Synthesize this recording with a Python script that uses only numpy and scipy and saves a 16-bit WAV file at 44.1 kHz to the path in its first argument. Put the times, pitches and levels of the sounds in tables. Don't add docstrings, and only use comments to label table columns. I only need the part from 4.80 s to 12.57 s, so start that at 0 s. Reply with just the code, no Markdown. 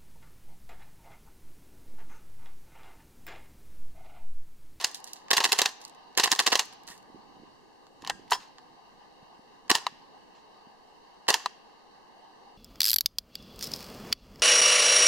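import sys
import numpy as np
from scipy import signal
from scipy.fft import rfft, irfft, next_fast_len
from scipy.io import wavfile
from scipy.ndimage import uniform_filter1d

SR = 44100
rng = np.random.default_rng(int(sys.argv[2]) if len(sys.argv) > 2 else 0)


def volts_from_decibels(level):
    exponent = np.asarray(level, float) / 20
    return 10 ** exponent


def unload_wav(signal):
    wavfile.write(
        sys.argv[1],
        SR,
        np.round(np.clip(np.atleast_2d(signal).T, -1, 1) * 32767).astype(np.int16),
    )


N = 342657

# f/Hz, level/dB
HUSH_COLOUR = [(350, -28), (600, -13), (674, -7.5), (771, -0.5), (890, 1), (1100, -6), (1240, -10),
               (1390, -29.5), (1500, -14), (1820, -14.5), (2240, -20), (2380, -43), (2520, -24),
               (2830, -11), (3460, -29.5), (3780, -17.5), (4300, -18), (4580, -14.5), (4850, -22.5),
               (6000, -28), (7800, -57), (13200, -120)]
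# t/s, level/dB
HUSH_LEVEL = [(0, 7), (1, 7.5), (2, 5.5), (2.7, 3.5), (3.1, 2), (3.8, 4.5), (5.5, 4.5), (7.8, 4.5)]
# f/Hz, likeness/0-1, phase/rad
HUSH_SAME = [(160, 0.22, -5), (727, 0.45, 0.5), (1130, 0.17, -7), (1860, 0.35, 2), (2389, 0.081, -5),
             (3110, .45, -1), (3900, 0.082, -3.5), (4130, 0.23, -1), (4940, 0.11, -1.3)]
# f/Hz, level/dB
FLOOR_COLOUR = [(30, 20), (90, 5.5), (200, 23), (480, 24.5), (620, 13), (2400, -21), (6000, 0), (10000, -8),
                (14000, -12.5), (17000, -23.5)]
# f/Hz, level/dB
WIND_COLOUR = [(25, -7), (60, -12), (150, -2), (300, 1), (500, -11), (1500, -85)]
# t/s, level/dB
WIND_LEVEL = [(0, -70.5), (1.9, -68), (2.5, -60.5), (3, -73.5), (3.33, -53), (3.7, -69), (4.5, -73.5),
              (5, -68), (5.9, -74.5), (6.5, -80.5), (7.8, -73)]
# t/s, peak level/dB, f/Hz
BUMPS = [(2.345, -40.5, 244.5), (2.62, -46, 239), (2.1, -44.5, 205), (2.3, -44.5, 299), (2.358, -42.5, 317),
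         (2.567, -47, 261), (2.598, -45, 222), (2.634, -41, 301), (3.228, -39.5, 301), (3.34, -66, 266),
         (3.395, -41, 333), (4.427, -47, 185), (4.592, -46, 234), (5.123, -48, 236), (5.87, -45.5, 246)]

EDGES_HZ = [700, 1400, 3300, 7000, 16500]
# f/Hz, level/dB
RIFLE_COLOUR = [(180, -50), (300, -1), (407, 14.5), (613, -13.5), (714, -7.5), (1060, -3.5), (1390, -17),
                (1800, 1), (2390, -10), (2690, 0), (3360, -6), (4260, 3), (12200, -14), (16100, -23.5),
                (18000, -56)]
# f/Hz, level/dB, 60 dB decay/s
STEEL_RINGS = [(5200, -13.5, 0.049), (7400, -22, 0.076)]
# f/Hz, level/dB
RIFLE_BALANCE = [(60, -1.5), (180, 0), (550, 0.5), (1000, 2), (1900, 0), (4970, -2), (15000, -4)]
MUZZLE_DB = (-1, -.5, -2.5, -4)
UNLIKE = (.1, .3, .4, .7)

# t/s, level/dB, brightness/dB, 60 dB decay/s
HAMMERS = [
    (0.012, -40.5, 7, 0.034),
    (.507, -31, 8, 0.042),
    (1.3742, -22, 3.5, 0.051),
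    (1.724, -25, -2, 0.043),
    (4.8974, -28, -10.5, 0.034),
    (6.4862, -19.5, 1.5, 0.028),
]
# t/s, level/dB, brightness/dB, 60 dB decay/s, delay/s
KICKS = [(0.5124, -15.5, 3.5, 0.0098, 0.0058), (0.58, -20, -4, 0.015, 0.0061),
         (0.6518, -20.5, 3, 0.017, 0.0072), (0.7289, -20, 9, 0.011, 0.0063), (0.7926, -21, 2, 0.031, 0.014),
         (1.3838, -26.5, 1.5, 0.0097, 0.0072), (1.441, -26, 5, 0.066, 0.017),
         (1.526, -18.5, 3.5, 0.012, 0.0063), (1.6, -21.5, 4.5, 0.026, 0.0064),
         (1.6747, -17, 4, 0.0057, 0.0066), (1.7302, -16.5, -1.5, 0.0016, 0.0056),
         (4.9024, -16, 6, 0.011, 0.0068)]
# t/s, level/dB, brightness/dB, 60 dB decay/s
STOPS = [(0.077, -43, 8, 0.033), (0.5312, -17.5, -0.5, 0.058), (0.603, -20.5, -3.5, 0.048),
         (0.6904, -34, 0, 0.075), (0.7503, -38, -4.5, 0.1), (0.8169, -16, 2, 0.033), (0.89, -38, 4, 0.018),
         (1.3971, -16.5, 1.5, 0.046), (1.4747, -26.5, -6.5, 0.025), (1.504, -41.5, 2, 0.076),
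         (1.5595, -35.5, 4.5, 0.057), (1.6227, -38, 2.5, 0.11), (1.702, -37.5, 6, 0.039),
         (1.746, -31, 2.5, 0.032), (1.7541, -14.5, 1, 0.024), (1.774, -36.5, 5.5, 0.064),
         (1.8279, -43, 0, .02), (4.9143, -10, -1.5, 0.013), (4.973, -39, -5.5, 0.15),
         (6.5032, -13, 3, 0.019), (6.5265, -34, -3, 0.21), (0.5358, -28.5, -2, .015), (1.403, -27, 0, .015),
         (1.764, -32, -0.5, .012), (1.811, -36, 2.5, .015), (4.962, -34.5, 0, 0.016),
         (4.984, -40, 3.5, .015), (6.553, -36, 3.5, .012), (6.565, -35.5, 1.5, .012),
         (6.574, -47.5, 2, 0.0122), (.824, -26.5, 0.5, .015), (1.636, -36.5, 1.5, .02),
         (1.71, -34, 3, .015), (.628, -37, 3, .03), (.675, -36.5, 5, .03), (.764, -39, 2, .015),
         (1.422, -36, 1.5, .03), (.61, -30, -5, .015), (1.648, -45, -1, .02), (4.9234, -31, 0, .012),
         (6.508, -23.5, -6, .015)]
# t/s, level/dB, brightness/dB, 60 dB decay/s, scrape level/dB
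SLAMS = [(0.044, -16, 2.5, 0.022, -28), (0.5703, -18, 5, 0.028, -24.5), (0.642, -18, 3, 0.031, -26),
         (0.7198, -14, 4, 0.015, -33.5), (.788, -17.5, 2.5, 0.016, -34.5), (.858, -17, -2.5, 0.024, -28),
         (1.437, -16.5, 2, 0.0091, -24), (1.5163, -16.5, 3.5, 0.031, -31.5),
         (1.5915, -16.5, -1.5, 0.026, -30), (1.6662, -18, 0.5, 0.038, -28), (1.7933, -18, 0, 0.033, -30.5),
         (4.952, -18.5, 3.5, 0.022, -28), (6.541, -16, -0.5, 0.024, -33.5)]
# t/s, level/dB, brightness/dB, 60 dB decay/s
TICKS = [(.1449, -43, 9, 0.066), (.2416, -49.5, 15, 0.031), (.2672, -53, 5, .023), (.2733, -54, 5.5, 0.18),
         (.3325, -48, 15, .029), (.3579, -57.5, 2, 0.19), (.4829, -48.5, -8, .02), (1.0131, -55, 4.5, 0.12),
         (1.0497, -43, 6.5, 0.017), (1.078, -56, 9.5, .03), (1.096, -62, 13, .015), (1.148, -61, 6.5, .02),
         (1.3512, -48, -4, .015), (1.8544, -56, 17, 0.018), (1.9251, -51, -3.5, 0.041),
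         (2.0695, -60, 15, .01), (2.0758, -48, 7, 0.03), (2.117, -58, 1, .05), (2.1772, -59, 9, .03),
         (2.227, -64, 7, .016), (3.0669, -58, -6, 0.025), (3.7829, -48, -9.5, 0.016),
         (4.8794, -52, -6, .016), (6.4675, -50.5, -12, 0.013), (.068, -46.5, 8, .025),
         (.094, -54.5, 8, .015), (.114, -52, 11, .015), (.172, -55, 8, .02), (.202, -61.5, 11.5, .015),
         (.298, -60, 2.5, .02), (.388, -60.5, -0.5, .015), (1.005, -66, 14, .015), (1.04, -55, 8, .012),
         (1.328, -65, -1.5, .015), (1.934, -59, 15, .012), (2.0343, -61, 11, .012), (2.102, -54, 15, .015),
         (3.329, -63, 0, .015), (.7815, -35.5, 5, .03), (1.55, -31.5, 2.5, .015), (2.087, -46, 6, .015),
         (2.118, -51, 2, .02)]
# t/s, level/dB, brightness/dB, 60 dB decay/s
HANDLE = [(3.221, -47.5, 6, 0.023), (3.239, -64, -17, 0.04), (3.248, -37.5, 5, 0.014),
          (3.2638, -42, -3, 0.035), (3.2739, -32, 3, 0.027), (3.296, -26.5, -2, 0.014),
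          (3.2978, -21.5, 5, 0.016), (3.304, -27.5, -11, 0.0068), (3.345, -67, 9, .015),
          (3.366, -70, 10, .015), (3.473, -66.5, 2, .012), (3.479, -55, 2, 0.026), (3.5016, -57, 9, .04),
          (3.5074, -44.5, 26.5, 0.029), (3.5168, -28, -9.5, .03), (3.5204, -17.5, 4.5, 0.026),
          (3.5312, -23.5, 6.5, 0.012)]
# t/s, level/dB, brightness/dB, 60 dB decay/s
POPS = [(0.5865, -32.5, 0, 0.011), (0.6618, -29.5, -5.5, 0.013), (1.452, -28.5, 2, .012),
        (1.4575, -32, 3.5, 0.015), (1.6085, -31, -1.5, .015), (1.684, -28.5, -1.5, .012),
        (4.91, -27.5, 11, .015), (6.494, -24.5, 4, 0.011), (1.392, -27.5, -1.5, .012),
        (1.533, -31.5, 1, .012)]

HAMMER_DB = (-2, 3, 1.5, -1)
KICK_DB = (-4, 5, 3.5, -2.5)
STOP_DB = (-6.5, -4, 0, -6)
SLAM_DB = (-8.5, -3.5, 3, -3.5)
TICK_DB = (-4, -3, 6, -2)
HANDLE_DB = (0, -1, -2.5, -11)
RATTLE_DB = (-24.5, -32, -21.5, -35)
PELLET_DB = (-16, -5.5, -9, -13.5)

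# start t/s, hold/s, level/dB, brightness/dB
BLASTS = [
    (0.503, 0.0051, -25, -22),
    (1.368, .004, -46, -16),
    (1.717, 0.013, -23.5, -21),
    (3.498, .014, -49.5, -12),
    (3.511, 0.038, -37, -6.5),
    (4.894, 0.0057, -29.5, -16),
    (6.48, 0.021, -24, -12),
]
# start t/s, hold/s, fade/s, level/dB, brightness/dB
LEAKS = [(0, 0.013, 0.19, -39, -11.5), (0.52, 0.36, .064, -46, -8.5), (1.384, 0.42, 0.19, -50.5, -13),
         (3.202, 0.094, .04, -66, -15), (3.35, 0.04, 0.067, -71, -20), (3.591, 0.025, .11, -54.5, -15),
         (4.916, 0.043, 0.035, -40.5, -8), (5.54, 0.03, .091, -64.5, -30), (6.529, .022, 0.034, -60, -10.5)]
# start t/s, hold/s, fade/s, level/dB, brightness/dB
FAR_LEAKS = [(2.067, 0.035, 0.12, -51, -3.5)]

# f/Hz, level over the strike/dB, 60 dB decay/s
HAMMER_MODES = [(1080, -3, 0.012), (1920, -8, 0.0091), (2760, -5, .012), (4050, -3, .012)]
KICK_MODES = [(1100, -4.5, 0.036), (1780, -1, 0.0067), (2760, -9.5, 0.014), (3840, -4.5, 0.028),
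              (5300, -4, 0.016)]
STOP_MODES = [(880, -13.5, .025), (1730, -12, 0.013), (2940, -2, 0.0099), (3960, -6, 0.025),
              (4760, -1, 0.0081), (5550, -8.5, 0.021)]
SLAM_MODES = [(1156, -15.5, .022), (1620, -22, 0.02), (2750, 0, 0.013), (3620, -1, 0.011), (4400, 1, 0.011),
              (6200, -4, 0.007)]
NEAR_SLAM_MODES = [(3260, -1, 0.016), (3900, 2.5, 0.014), (4600, -5.5, 0.011), (5300, -4, .01)]
PUSH = {"hammer": (-1.4, 430, -0.0014), "kick": (-9.5, 410, 0.0001), "stop": (-6.5, 434, 0.00052),
        "slam": (-22.5, 350, 0.00015)}
# t/s, peak level/dB, f/Hz
THUDS = [
    (.509, -55.5, 69.8),
    (1.722, -51, 80),
    (3.517, -47, 59.6),
    (4.9, -44.5, 109.5),
    (4.912, -31.5, 211),
    (6.485, -45.5, 80.2),
]
# t/s, f/Hz, peak level/dB, 60 dB decay/s
CHIMES = [(.734, 4500, -42, .12), (.735, 6950, -37, .1), (.725, 7500, -30, .03), (.745, 3300, -38, .08),
          (.8, 6900, -38, .05), (.051, 7300, -40, .05), (.628, 7000, -37, .03), (.647, 7600, -33, .03),
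          (1.456, 7000, -36, .04), (1.501, 6950, -35, .06), (1.541, 7000, -38, .05),
          (1.797, 8800, -35, .06), (1.803, 7300, -35, .04), (1.8, 13450, -56, .3), (3.208, 7000, -66, .2),
          (3.298, 810, -23, .035), (3.305, 1615, -45, .2), (1.0495, 5900, -41, .01),
          (3.308, 1895, -36, .05), (3.508, 7200, -32, .045), (3.508, 11160, -35, .033),
          (3.52, 990, -13, .04), (3.519, 1950, -26, .04), (3.534, 5200, -27, .095), (3.533, 4760, -32, .04),
          (3.529, 3050, -23, .03), (3.531, 6900, -38, .1), (3.533, 3300, -30, .09), (3.549, 1010, -27, .07),
          (3.535, 8900, -44, .1), (3.532, 980, -20, .04), (4.918, 4700, -38, .07), (4.922, 7000, -38, .08),
          (4.9525, 910, -18, .04), (4.954, 10800, -37, .06), (4.96, 7000, -41, .06),
          (6.5415, 920, -19, .043), (2.085, 1850, -41, .03), (2.115, 1850, -43, .06),
          (.1445, 5900, -33, .018), (3.2478, 3050, -38, .015), (3.2745, 3050, -33, .025),
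          (3.296, 4000, -22, .018), (3.239, 1000, -43, .07), (6.526, 1000, -31, .03),
          (6.544, 10700, -40, .08), (6.486, 1110, -22, .04), (4.898, 1100, -24, .03),
          (4.916, 825, -22, .035), (6.505, 800, -24, .035)]

# f/Hz, 60 dB decay/s
FIELD_DECAY = [(300, .3), (1000, 0.23), (3000, 0.94), (8000, 0.25), (15000, 0.3)]
# f/Hz, level/dB
FIELD_COLOUR = [(300, -37), (1000, -13), (3000, -23.5), (8000, -12.5), (15000, -18)]
# t/s, peak level/dB
TARGET_HITS = [
    (5.0668, -21),
    (6.6596, -21),
]
# f/Hz, level/dB, 60 dB decay/s
BOARD = [(830, -3, .03), (1000, 10, .021), (1150, 2, .03), (1780, -7, .011), (3100, -6, 0.014),
         (4000, 4, 0.012), (4400, 0, .012), (5250, -9, .008), (6400, -10, 0.006)]

SINGLES_FROM_S = 4
MUZZLE_LAG, PART_LAG = 4, 1.5


def evened(x):
    return x / np.sqrt(np.mean(x ** 2) + 1e-20)


def read(points, hz, order=1):
    columns = np.transpose(points)
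    return np.interp(np.log(hz + 1), np.log(columns[0] + 1), columns[order])


def add(mix, s, sound):
    part = mix[..., round(s * SR):][..., :sound.shape[-1]]
    part += sound[..., :part.shape[-1]]


def ring(hz, t60, phase=0):
    t = np.arange(6000) / SR
    return volts_from_decibels(-60 * t / t60) * np.sin(2 * np.pi * hz * t + phase)


def ports(hz, lag):
    return np.pi * hz * lag / SR * np.array([[-1], [1]])


def thumps(rows, cycles, rise):
    out = np.zeros(N)
    for s, db, hz in rows:
        turns = np.arange(4000) / SR * hz
        shape = np.minimum(turns / rise, 1) * np.exp(-(turns / cycles) ** 2)
        add(out, s, volts_from_decibels(db) * np.sin(2 * np.pi * turns) * shape)
    return out


def pair(same):
    hz = np.fft.rfftfreq(N, 1 / SR)
    left, other = rfft(rng.standard_normal((2, N)))
    likeness = np.clip(read(same, hz), -1, 1)
    shared = likeness * left * np.exp(1j * read(same, hz, order=2))
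    right = shared + np.sqrt(1 - likeness ** 2) * other
    return irfft(np.array([left, right]), N)


def patchy(source, colour, patchy_db, swell_db):
    hz, t, z = signal.stft(source, SR, nperseg=1024, noverlap=768)
    patches = rng.standard_normal(z.shape[1:])
    swell = evened(uniform_filter1d(patches[0], size=16))
    patches = uniform_filter1d(patches, size=10, axis=0)
    patches = evened(uniform_filter1d(patches, size=12, axis=1))
    z = z * volts_from_decibels(read(colour, hz)[:, None] + patchy_db * patches + swell_db * swell)
    return evened(signal.istft(z, SR, nperseg=1024, noverlap=768)[1][:, :N])


def hush():
    t = np.arange(N) / SR
    far_level = volts_from_decibels(-60.5 + np.interp(t, *np.transpose(HUSH_LEVEL)))
    far = far_level * patchy(pair(HUSH_SAME), HUSH_COLOUR, patchy_db=1.1, swell_db=.7)
    floor = volts_from_decibels(-61.5) * patchy(pair(HUSH_SAME), FLOOR_COLOUR, patchy_db=0.99, swell_db=.3)
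    wind = patchy(rng.standard_normal((2, N)), WIND_COLOUR, patchy_db=0.91, swell_db=1.6)
    wind = wind * volts_from_decibels(np.interp(t, *np.transpose(WIND_LEVEL)))
    return far + floor + wind * volts_from_decibels(np.array([[-9], [3]]))


def puff_power():
    leak_swell_s = .011
    scrape_lead_s, scrape_swell_s = .006, .003
    valve_lead_s = .0065
    # start s, swell s, hold s, fade s, level dB, brightness dB
    bolt = [(s, min(leak_swell_s, s + 1 / SR), *rest) for s, *rest in LEAKS]
    bolt += [(s - scrape_lead_s, scrape_swell_s, scrape_lead_s - scrape_swell_s, .02, db, -12)
             for s, *_, db in SLAMS]
    blasts = [(s, 0.0021, hold, 0.023, db, bright_db) for s, hold, db, bright_db in BLASTS]
    bolt += [row for row in blasts if HANDLE[0][0] < row[0] < SINGLES_FROM_S]
    muzzle = [row for row in blasts if row not in bolt]
    muzzle += [(s, leak_swell_s, *rest) for s, *rest in FAR_LEAKS]
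    muzzle += [(s - valve_lead_s, .002, valve_lead_s, .012, -27.5, -7) for s, *_ in KICKS]
    power = np.zeros((2, 4, N))
    for place, rows in zip(power, [bolt, muzzle]):
        for s, swell, hold, fade, db, bright_db in rows:
            t = np.arange(0, swell + hold + fade, 1 / SR)
            shape = np.minimum(t / swell, 1) ** 4 * volts_from_decibels(-60 * np.maximum(t - swell - hold, 0) / fade)
            bands_db = db + np.array([-3, -3.5, -3, bright_db])
            add(place, s, volts_from_decibels(2 * bands_db)[:, None] * shape)
    return power


def contacts():
    tilt = np.linspace(-1, 1, 4)
    kinds = [(1, HAMMERS, HAMMER_DB), (1, KICKS, KICK_DB), (0, STOPS, STOP_DB), (0, SLAMS, SLAM_DB),
             (1, TICKS, TICK_DB), (0, HANDLE, HANDLE_DB), (1, POPS, STOP_DB)]
    rows = [(place, s, *(db + bright_db * tilt + colour), t60) for place, table, colour in kinds
            for s, db, bright_db, t60, *_ in table]
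    rows += [(1, s + delay, *RATTLE_DB, 0.019) for s, *_, delay in KICKS]
    return rows + [(0, s - .0008, *np.add(db, PELLET_DB), 0.02) for s, db in TARGET_HITS]


def strikes(longer=(1.1, .8, .6, .5), rise_s=(.001, .0007, .0005, .0004), rattle_db=-11, rattle_longer=4,
            snap_db=(12, 12, 7, -3)):
    power, snaps = np.zeros((2, 4, N)), np.zeros((2, 4, N))
    t = np.arange(6000) / SR
    all_signs = rng.choice([-1., 1.], size=(200, 4))
    for (place, s, *levels_db, t60), signs in zip(contacts(), all_signs):
        for k, (db, rise, factor) in enumerate(zip(levels_db, rise_s, longer)):
            decay = t60 * factor
            fall = volts_from_decibels(-120 * t / decay) + volts_from_decibels(2 * rattle_db - 120 * t / (decay * rattle_longer))
            add(power[place, k], s, volts_from_decibels(2 * db) * np.minimum(t / rise, 1) ** 2 * fall)
            snaps[place, k, round((s + rise) * SR)] += signs[k] * volts_from_decibels(db + snap_db[k])
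    return power, snaps


def causal(db):
    log = np.log(volts_from_decibels(np.maximum(np.r_[db, db[-2:0:-1]], -100)))
    taps = np.fft.ifft(np.exp(log - 1j * signal.hilbert(log).imag)).real[:1024]
    return taps / np.linalg.norm(taps)


def receiver():
    pitch_spread, level_spread_db, delay_s = 0.043, -0.5, .0003
    phase_scatter = 0.15
    half = np.array([[.5], [-.5]])
    runs = [row for row in SLAMS if row[0] < SINGLES_FROM_S]
    singles = [row for row in SLAMS if row[0] > SINGLES_FROM_S]
    kinds = [(HAMMERS, HAMMER_MODES, 1), (KICKS, KICK_MODES, 1), (STOPS, STOP_MODES, 0),
             (runs, SLAM_MODES, 0), (singles, NEAR_SLAM_MODES, 0), (POPS, STOP_MODES, 1)]
    out = np.zeros((2, N))
    for table, modes, place in kinds:
        for (s, db, *_), chance in zip(table, rng.uniform(-1, 1, size=(60, 6, 3))):
            for (hz, mode_db, t60), (u, v, w) in zip(modes, chance):
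                side_db = place * np.interp(hz, EDGES_HZ[:-1], MUZZLE_DB) * half
                phase = ports(hz, place * MUZZLE_LAG) + phase_scatter * w * hz / 1000 * half
                level = volts_from_decibels(db + mode_db + level_spread_db * v + side_db)
                add(out, s + delay_s, level * ring(hz * (1 + pitch_spread * u), t60, phase))
    return signal.lfilter(*signal.butter(2, 450, "high", fs=SR), out)


def clatter(grain_db=3.0, steep_db=36, ring_db=-26):
    grain = evened(uniform_filter1d(rng.standard_normal(N), size=24))
    grain = evened(volts_from_decibels(grain_db * grain))
    power, snaps = strikes()
    shared = rng.standard_normal((2, 1, 1, N))
    own = rng.standard_normal((2, 1, 2, N))
    unlike = np.array(UNLIKE)[:, None, None]
    noise = np.sqrt(1 - unlike ** 2) * shared + unlike * own
    level = np.sqrt(power + puff_power()) * grain
    bolt, muzzle = level[:, :, None] * noise + snaps[:, :, None]
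    side = volts_from_decibels(np.array(MUZZLE_DB) / 2)[:, None]
    left = np.roll(muzzle[:, 0], MUZZLE_LAG, axis=1) * side
    drive = bolt + np.stack([left, muzzle[:, 1] / side], axis=1)
    hz, out = np.linspace(0, SR / 2, 1025), np.zeros((2, N))
    for band, lo, hi in zip(drive, EDGES_HZ, EDGES_HZ[1:]):
        outside = np.maximum(np.log2(lo / (hz + 1)), 0) + np.maximum(np.log2((hz + 1) / hi), 0)
        taps = causal(read(RIFLE_COLOUR, hz) - steep_db * outside)
        out += signal.oaconvolve(band, taps[None])[:, :N]
    steel = sum(volts_from_decibels(db + ring_db) * ring(f, t60) for f, db, t60 in STEEL_RINGS)
    out += signal.oaconvolve(drive[2], steel[None])[:, :N]
    out += receiver()
    size = next_fast_len(N)
    tilt = volts_from_decibels(read(RIFLE_BALANCE, np.fft.rfftfreq(size, 1 / SR)) / 2)
    return irfft(rfft(out, size) * np.array([tilt, 1 / tilt]), size)[:, :N]


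def pushes(pitch_spread=.25):
    rows = []
    for kind, table in [("hammer", HAMMERS), ("kick", KICKS), ("stop", STOPS + POPS), ("slam", SLAMS)]:
        push_db, hz, lead_s = PUSH[kind]
        rows += [(s - lead_s, db + push_db, hz * (1 + pitch_spread * rng.uniform(-1, 1))) for s, db, *_ in table]
    air = thumps(rows, cycles=1.53, rise=0.27)
    return signal.lfilter(*signal.butter(2, 130, "high", fs=SR), air)


def field(x):
    taps = rng.standard_normal((2, SR)) * (np.arange(SR) > 250)
    hz, t, z = signal.stft(taps, SR, nperseg=256)
    shape = volts_from_decibels(-60 * t / read(FIELD_DECAY, hz)[:, None])
    energy = 128 * (shape ** 2).sum(1, keepdims=True)
    shape *= volts_from_decibels(read(FIELD_COLOUR, hz))[:, None] / np.sqrt(energy)
    tail = signal.istft(z * shape, SR, nperseg=256)[1]
    return signal.fftconvolve(x.mean(0)[None], tail, axes=1)[:, :N]


def chimes(flutter_db=2, rise_s=.001):
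    out = np.zeros((2, N))
    rise = np.minimum(np.arange(6000) / SR / rise_s, 1)
    for s, hz, db, t60 in CHIMES:
        phase = ports(hz, PART_LAG * np.sign(HANDLE[0][0] - s))
        add(out, s, volts_from_decibels(db) * ring(hz, t60, phase) * rise)
    flutter = evened(uniform_filter1d(rng.standard_normal(N), size=150))
    return out * volts_from_decibels(flutter_db * flutter)


def recoil():
    return thumps(THUDS, cycles=0.91, rise=0.34)


def wind_bumps():
    return thumps(BUMPS, cycles=1.37, rise=0.36) * volts_from_decibels(np.array([[-5], [3]]))


def target(rise_cycles=1.57, bounce_s=0.0047, bounce_db=-16, dull_db=-4):
    out, t = np.zeros((2, N)), np.arange(6000) / SR
    for s, hit_db in TARGET_HITS:
        for hz, db, t60 in BOARD:
            rise = np.minimum(t * hz / rise_cycles, 1)
            knock = volts_from_decibels(hit_db + db) * ring(hz, t60, ports(hz, -1)) * rise
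            add(out, s, knock)
            octaves = np.log2(hz / BOARD[0][0])
            add(out, s + bounce_s, volts_from_decibels(bounce_db + dull_db * octaves) * knock)
    return out * volts_from_decibels(np.array([[.8], [-.8]]))


def scene():
    rifle = clatter() + pushes() + recoil()
    return hush() + rifle + field(rifle) + chimes() + wind_bumps() + target()


def roll_off(x):
    return signal.sosfilt(signal.butter(12, 17970, fs=SR, output="sos"), x)


def record(dry):
    ceiling = .41
    rounded = dry / (1 + abs(dry / ceiling) ** 4) ** (1 / 4)
    top = signal.firwin(63, 16600, window=("kaiser", 4), fs=SR)
    return roll_off(signal.oaconvolve(rounded, top[None], "same"))


dry = scene()
out = record(dry)
unload_wav(out)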